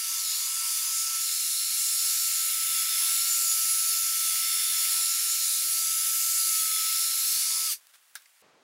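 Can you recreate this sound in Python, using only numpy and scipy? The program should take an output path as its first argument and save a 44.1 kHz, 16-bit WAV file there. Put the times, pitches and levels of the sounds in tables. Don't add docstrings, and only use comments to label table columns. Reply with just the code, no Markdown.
import sys
import numpy as np
from scipy import signal
from scipy.fft import rfft, irfft, next_fast_len
from scipy.io import wavfile
from scipy.ndimage import uniform_filter1d, map_coordinates

SR = 44100
rng = np.random.default_rng(int(sys.argv[2]) if len(sys.argv) > 2 else 0)


def output_pcm(signal):
    pcm = np.clip(np.atleast_2d(signal).T, -1, 1) * 32767
    wavfile.write(sys.argv[1], SR, np.round(pcm).astype(np.int16))


N = 380577

PLANET_RATIO, SHAFT_RATIO, MESH_RATIO = .0656, .2075, 2.622
BRAKE_S, BRAKE_HZ_PER_S2, WHINE_END_S, TONES_END_S = 7.66, 62000, 7.722, 7.735
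NOISE_STOP_S, ROOM_T60_S = 7.731, 0.11
REACH_TURN_S = 0.17
MESH_1_REST_DB, CASE_REST_DB = -54, -54
SLAP_OVER_RUB = 1.6
BOOM_WIDTH_S, LENS_REST_DB = 0.076, -70.5
RUSTLE_WIDTH_S, CLOTH_REST_DB = 0.014, -61
HUSH_DB, HUSH_START_S = -62, 8.422
TOP_HZ = 15770

# time_s, whine_hz
MOTOR_SPEED = [(0.0, 1337), (0.04, 1326), (0.17, 1326), (0.3, 1303), (0.62, 1333), (0.77, 1309),
               (1.02, 1328), (1.56, 1319), (1.62, 1337), (1.73, 1316), (1.79, 1341), (1.9, 1324),
               (2.0, 1338), (2.13, 1323), (2.22, 1336), (2.6, 1316), (2.77, 1327), (2.84, 1315),
               (3.28, 1351), (3.43, 1345), (3.52, 1322), (4.14, 1332), (4.33, 1316), (4.44, 1326),
               (4.8, 1319), (5.21, 1344), (5.52, 1322), (5.8, 1327), (5.87, 1317), (6.29, 1328),
               (6.34, 1338), (6.59, 1303), (6.78, 1302), (7.04, 1327), (7.19, 1328), (7.47, 1310),
               (7.66, 1317)]
# time_s, level_db
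WHINE_LEVEL = [(0.0, -52.5), (0.1, -51), (0.39, -57), (0.62, -46), (0.75, -53.5), (1.14, -45.5),
               (1.35, -57), (2.77, -47.5), (4.55, -47), (4.61, -51.5), (4.97, -46.5), (5.57, -54),
               (5.92, -47.5), (6.33, -48), (6.84, -43), (7.42, -55.5), (7.68, -48), (7.7, -51)]
# time_s, fourth_multiple_db, eighth_multiple_db, second_mesh_db, third_mesh_db
TONE_LEVELS = [(0, -56, -48, -58, -53), (.3, -43, -45, -43, -53), (.6, -53, -45, -48, -52),
               (.95, -43, -44, -45, -54), (1.2, -44, -46, -44.5, -43), (2, -39, -41.5, -44.5, -43),
               (2.45, -49, -44, -41, -51), (2.8, -38, -40.5, -47.5, -58), (3.05, -39, -41, -46, -35),
               (3.3, -44, -41, -39, -52), (3.7, -44, -39, -41.5, -35), (4.2, -41, -42.5, -45, -43),
               (4.6, -38.5, -40.5, -45, -36), (5, -40.5, -39.5, -43, -57), (5.3, -38, -42, -40.5, -48),
               (5.6, -46, -41, -44.5, -53.5), (5.9, -51, -41.5, -44, -42), (6.2, -44, -46, -43, -38),
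               (6.45, -48, -38, -42.5, -44), (6.7, -40, -42.5, -43, -43), (7, -44, -39.5, -42, -49),
               (7.3, -44, -41.5, -49, -44), (7.66, -39, -44, -48, -50), (7.7, -38.5, -52, -55, -54),
               (7.74, -44, -60, -58, -58)]
# multiple (of the whine), planet_turns, shaft_turns; then relative level_db of each
FIRST_LINES = [(1, 0, 0), (1, 1, 0), (1, -1, 0), (2, 0, 0)]
FIRST_LINES_DB = [1, -24.5, -25.5, -11]
FOURTH_LINES = [(4, 0, 0)]
EIGHTH_LINES = [(8, 0, 0), (8, 0, -1), (8, 1, 0), (8, -1, 0), (8, 2, 0), (8, 1, 1), (10, 0, 0)]
EIGHTH_LINES_DB = [5.5, -6, -2.5, -11, -3, -12, -13]
# multiple (of the mesh), planet_turns, shaft_turns; then relative level_db of each
MESH_1_LINES = [(1, 0, 0), (1, 1, 0), (1, 2, 0), (1, 2, -1)]
MESH_1_LINES_DB = [-3, -3, -8, -9]
MESH_2_LINES = [(2, 0, 0), (2, 1, 0), (2, 1, -1), (2, 2, -1), (2, 2, 0), (2, 3, 0), (2, 1, 1), (2, 2, 1),
                (2, 3, 1)]
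MESH_2_LINES_DB = [-3.5, -15, -33, -1, -19, -2, -7, -7.5, -14]
MESH_3_LINES = [(3, 5, 0), (3, 0, 0), (4, 5, 0)]
MESH_3_LINES_DB = [0, -6, -11]
# start_s, end_s, rise_db
ARM_REACHES = [(2.6, 3.15, 9), (4.147, 4.96, 9), (6.65, 6.966, 10)]
# centre_hz, width_hz, relative level_db
GEAR_CASE_MODES = [(2110, 150, 2.5), (3417, 120, 1)]
# time_s, rattle_db, fan_db, housing_db, rub_db
NOISE_LEVELS = [(0, -32, -42, -46, -75), (.1, -32, -42, -46, -76), (.7, -31, -41.5, -44.5, -75),
                (1.15, -31, -38.5, -44.5, -71), (1.5, -30.5, -40.5, -45.5, -73),
                (2.25, -28.5, -36.5, -43.5, -67.5), (2.6, -30, -35, -42.5, -72),
                (3.1, -29, -36.5, -40.5, -65), (3.5, -29, -35, -44, -70), (4.1, -29.5, -35, -43.5, -68.5),
                (4.8, -30, -34.5, -41, -67), (5.3, -28, -37.5, -43.5, -70), (5.6, -29.5, -37, -44, -70),
                (6.1, -30, -35.5, -43.5, -67), (6.4, -27.5, -35.5, -43.5, -69), (6.8, -31, -34, -43, -67),
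                (7.05, -29, -36, -43.5, -66.5), (7.3, -28.5, -35, -43, -69), (7.55, -29.5, -41, -45, -71),
                (7.72, -29.5, -36, -44, -67)]
# frequency_hz, relative density_db (per Hz)
RATTLE_SPECTRUM = [(3000, -50), (3500, -9.5), (4500, -6), (5500, -5), (7000, -2.5), (8500, -3.5),
                   (10600, -2), (11500, -2.5), (12500, -16)]
# frequency_hz, relative density_db (per Hz)
FAN_SPECTRUM = [(10500, -39.5), (11800, 4), (13000, 7), (15000, 6), (15800, -1.5)]
# time_s, centre_hz, level_db
CAVITY_PATH = [(0, 4700, -39), (.15, 4960, -37), (.3, 3910, -36.5), (.5, 4950, -38.5), (.75, 4660, -37),
               (1, 5080, -37.5), (1.3, 4150, -38.5), (2.2, 4350, -37.5), (2.6, 4100, -41.5),
               (3.2, 4320, -38.5), (3.45, 4700, -38.5), (4.2, 4530, -40), (4.5, 4530, -38.5),
               (4.8, 4330, -38), (5.55, 4030, -38.5), (5.75, 4600, -37.5), (6.1, 5020, -38),
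               (6.5, 4660, -38.5), (6.75, 4250, -39.5), (7.2, 4180, -37), (7.5, 4660, -36)]
# centre_hz, width_hz, relative level_db
HOUSING_MODES = [(1380, 420, -4), (1857, 110, -1.5), (2165, 114, 1), (2364, 67, -1), (2467, 42, 1.5),
                 (2640, 37, 0.5), (2784, 82, 3.5), (3240, 570, -4)]
# centre_hz, width_hz, relative level_db
LENS_MODES = [(960, 55, -1), (1050, 55, -1), (1145, 60, -3)]
# time_s, swell level_db (added to the rest gain)
LENS_BOOMS = [(.15, -64), (.36, -65), (.49, -63), (.66, -60.5), (.86, -62), (1.12, -65), (2.05, -75),
              (2.77, -70), (3.05, -64), (4.77, -69), (4.97, -69), (7.25, -71), (7.55, -61), (7.64, -72)]
# centre_hz, width_hz, relative level_db
FOAM_MODES = [(588, 70, 3), (834, 360, 2.5)]
# time_s, level_db (before a common 10.5 dB cut), decay t60_s, ring_db (relative to the knock),
# pitch_factor (smaller parts ring higher)
KNOCK_EVENTS = [(7.7204, -18.5, .015, -27, 1.01), (7.8696, -36, .02, -30, 1.01), (7.938, -51, .1, 7, 0.93),
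                (7.969, -47.5, .04, -9.5, 1.01), (8.1538, -20.5, 0.092, -6.5, 1.01),
                (8.2207, -42, .04, -1, 1.34), (8.232, -53, .03, -2, 1.34),
                (8.2571, -50.5, 0.032, 11.5, 1.34), (8.275, -53, .03, 3, 2)]
# centre_hz, width_hz, relative level_db
PLASTIC_MODES = [(1250, 200, -10), (1570, 120, 0), (2120, 200, -11), (3640, 250, -8), (5600, 500, -10)]
# time_s, swell level_db (added to the rest gain)
RUSTLE_EVENTS = [(7.9, -72), (7.95, -59), (8.2, -63), (8.42, -71)]
# frequency_hz, relative density_db (per Hz)
WEAVE_SPECTRUM = [(20, -38), (150, -26), (400, -22), (600, -10.5), (950, -7), (1500, -3), (3000, -4.5),
                  (5500, -7), (10000, -4.5), (13000, -9), (15800, -7.5)]
# time_s, level_db
RUMBLE_LEVEL = [(0, -89), (1, -82), (1.7, -93), (2.3, -81), (2.7, -90), (3.9, -76), (4.8, -89), (5.3, -77),
                (5.7, -83), (6.4, -74), (7, -83), (7.65, -77), (7.81, -96), (8.4, -100)]
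# frequency_hz, relative density_db (per Hz)
RUMBLE_SPECTRUM = [(15, -17), (30, -8), (80, -9.5), (200, -11), (350, -7.5), (500, -5.5), (600, -8),
                   (800, -40)]
# frequency_hz, relative density_db (per Hz)
HUSH_SPECTRUM = [(24, -54), (40, -37), (193, -16), (236, -15.5), (566, -12), (866, -15), (982, -16),
                 (1140, -15), (1260, -16.5), (6560, -28), (15800, -45)]


def drill():
    rattle_db, fan_db, housing_db, rub_db = curves(NOISE_LEVELS)
    turns = motor_turns()
    gears = knocking(turns, throb=0.049, grain_db=0.5)
    rattle = amp(rattle_db + 0.21 * wobble(7)) * patches(shaped(gears, RATTLE_SPECTRUM), patchy_db=1.6)
    fan = amp(fan_db + 0.64 * wobble(7)) * patches(shaped(gears, FAN_SPECTRUM), patchy_db=1.2)
    hollow = amp(curves(CAVITY_PATH)[1]) * cavity(turns)
    housing_drive = knocking(turns, throb=.1, grain_db=-1.0)
    housing = amp(housing_db) * ringing(housing_drive, HOUSING_MODES, skirt_hz=1300)
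    rub_noise = rng.standard_normal(N)
    rub = amp(rub_db + 3 * wobble(9)) * ringing(rub_noise, FOAM_MODES, skirt_hz=556)
    after_stop_s = np.clip(np.arange(N) / SR - NOISE_STOP_S, 0, None)
    dying = amp(-60 * after_stop_s / ROOM_T60_S)
    return tones(turns) + (rattle + fan + hollow + housing + lens(turns) + rub) * dying


def motor_turns():
    braking_s2 = np.clip(np.arange(N) / SR - BRAKE_S, 0, .1) ** 2
    speed_hz = curves(MOTOR_SPEED)[0] - BRAKE_HZ_PER_S2 * braking_s2
    return np.cumsum(speed_hz + 2.6 * wobble(30)) / SR


def tones(turns):
    fourth_db, eighth_db, mesh_2_db, mesh_3_db = curves(TONE_LEVELS)
    reach_db = sum(db * span(start - REACH_TURN_S, end + REACH_TURN_S, 2 * REACH_TURN_S)
                   for start, end, db in ARM_REACHES)
    whine = amp(curves(WHINE_LEVEL)[0]) * span(-1, WHINE_END_S, 0.027)
    whine *= lines(turns, FIRST_LINES, FIRST_LINES_DB, waver_db=0.8, blur=.1)
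    whine += amp(fourth_db) * lines(turns, FOURTH_LINES, [-1.5], waver_db=2.5, blur=0.66)
    whine += amp(eighth_db) * lines(turns, EIGHTH_LINES, EIGHTH_LINES_DB, waver_db=2.0, blur=0.63)
    mesh_groups = [(MESH_1_REST_DB + reach_db, MESH_1_LINES, MESH_1_LINES_DB),
                   (mesh_2_db, MESH_2_LINES, MESH_2_LINES_DB),
                   (mesh_3_db, MESH_3_LINES, MESH_3_LINES_DB)]
    mesh = np.zeros(N)
    for db, orders, levels_db in mesh_groups:
        mesh += amp(db) * lines(turns, orders, levels_db, waver_db=4.0, blur=0.75, step=MESH_RATIO)
    case_drive = knocking(turns, throb=0.12, grain_db=4.5)
    case = amp(reach_db + CASE_REST_DB) * ringing(case_drive, GEAR_CASE_MODES, skirt_hz=1800)
    return (whine + mesh + case) * span(-1, TONES_END_S, 0.03)


def lines(turns, orders, levels_db, waver_db, blur, step=1):
    out = np.zeros(N)
    for (multiple, planet, shaft), db in zip(orders, levels_db):
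        order = multiple * step + planet * PLANET_RATIO + shaft * SHAFT_RATIO
        phase = 2 * np.pi * order * turns + blur * wobble(40)
        out += amp(db + waver_db * wobble(25)) * np.sin(phase)
    return np.sqrt(2) * out


def knocking(turns, throb, grain_db):
    swell = 1 + throb * np.cos(2 * np.pi * PLANET_RATIO * turns + 1.8 * wobble(10))
    grain = amp(grain_db * wobble(900) + 0.51 * wobble(9))
    return swell * grain * rng.standard_normal(N)


def cavity(turns):
    time_s, centre_hz, _ = np.transpose(CAVITY_PATH)

    def band(hz, centre, width):
        return 1 / (1 + ((hz - centre) / width) ** 4)

    def bands(hz, t):
        centre = np.interp(t, time_s, centre_hz)
        return band(hz, centre, 380) + 0.81 * band(hz, 1.272 * centre, 350)

    return patches(knocking(turns, throb=0.05, grain_db=0), patchy_db=1.0, bands=bands)


def lens(turns):
    slaps = np.diff(np.floor(PLANET_RATIO * turns), prepend=0) * amp(1.5 * wobble(60))
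    boom = swells(LENS_BOOMS, BOOM_WIDTH_S, LENS_REST_DB)
    slap_share = 1 - amp(LENS_REST_DB) / boom
    drive = SLAP_OVER_RUB * slap_share * unit(slaps) + rng.standard_normal(N)
    return boom * ringing(drive, LENS_MODES, skirt_hz=843)


def knocks():
    out, t = np.zeros(N + SR), np.arange(SR // 4) / SR
    body = ringing(rng.standard_normal(N), PLASTIC_MODES, skirt_hz=900)
    for k, (start_s, db, t60_s, ring_db, pitch) in enumerate(KNOCK_EVENTS):
        fade = amp(-60 * t / t60_s)
        crack = (amp(-60 * t / 0.0061) + 0.43 * fade) * rng.standard_normal(len(t))
        resonance = np.interp((k / 2 + pitch * t) * SR, np.arange(N), body)
        ring = amp(ring_db) * fade * (1 - np.exp(-t / 0.00094)) * resonance
        out[round(start_s * SR):][:len(t)] += amp(db - 10.5) * (crack + ring)
    return filtered(out[:N], lambda hz: hz ** 4 / (hz ** 4 + 900 ** 4))


def cloth():
    grain = amp(1.2 * wobble(360) + 0.56 * wobble(40)) * rng.standard_normal(N)
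    rustle = swells(RUSTLE_EVENTS, RUSTLE_WIDTH_S, CLOTH_REST_DB) * shaped(grain, WEAVE_SPECTRUM)
    return rustle * span(7.74, 9, 0.028)


def rumble():
    lumps = amp(4 * wobble(23) + 4 * wobble(6.7)) * rng.standard_normal(N)
    return amp(curves(RUMBLE_LEVEL)[0]) * shaped(lumps, RUMBLE_SPECTRUM)


def room_hush():
    return amp(HUSH_DB + 1.1 * wobble(15)) * shaped(rng.standard_normal(N), HUSH_SPECTRUM)


def background():
    before = span(-1, HUSH_START_S, 0.0032)
    return (rumble() + cloth()) * before + room_hush() * (1 - before)


def amp(db):
    return 10 ** (np.asarray(db) / 20)


def unit(x):
    return x / np.sqrt(np.mean(x ** 2) + 1e-20)


def curves(rows):
    time_s, *columns = np.transpose(rows)
    return [np.interp(np.arange(N) / SR, time_s, column) for column in columns]


def wobble(rate):
    knots = rng.standard_normal(int(N * rate / SR) + 4)
    return map_coordinates(knots, [np.arange(N) * rate / SR])


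def span(t0, t1, fade):
    t = np.arange(N) / SR
    return np.clip(np.minimum(t - t0, t1 - t) / fade, 0, 1)


def swells(rows, width_s, rest_db):
    t = np.arange(N) / SR
    return amp(rest_db) + sum(amp(db) * np.exp(-((t - s) / width_s) ** 2) for s, db in rows)


def filtered(x, response):
    m = next_fast_len(N + SR // 2)
    return irfft(rfft(x, m) * response(np.fft.rfftfreq(m, 1 / SR)), m)[:N]


def shaped(x, points):
    f, db = np.transpose(points)
    return unit(filtered(x, lambda hz: amp(np.interp(np.log(hz + 1), np.log(f + 1), db))))


def ringing(x, modes, skirt_hz):
    def response(hz):
        total = 0
        for k, (centre, width, db) in enumerate(modes):
            damping = 1j * hz * width
            total = total + (-1) ** k * amp(db) * damping / (centre * centre - hz * hz + damping)
        return total * hz ** 4 / (hz ** 4 + skirt_hz ** 4)

    return unit(filtered(x, response))


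def patches(x, patchy_db, bands=lambda hz, t: 1):
    hz, t, z = signal.stft(x, SR, nperseg=256)
    field = uniform_filter1d(rng.standard_normal(z.shape), size=3, axis=0)
    field = uniform_filter1d(field, size=60, axis=1)
    z = z * bands(hz[:, None], t) * amp(patchy_db * unit(field))
    return unit(signal.istft(z, SR, nperseg=256)[1][:N])


def scene():
    mono = drill() + knocks() + background()
    return np.array([mono, mono])


def record(dry):
    return np.array([filtered(channel, lambda hz: hz < TOP_HZ) for channel in dry])


dry = scene()
out = record(dry)
output_pcm(out)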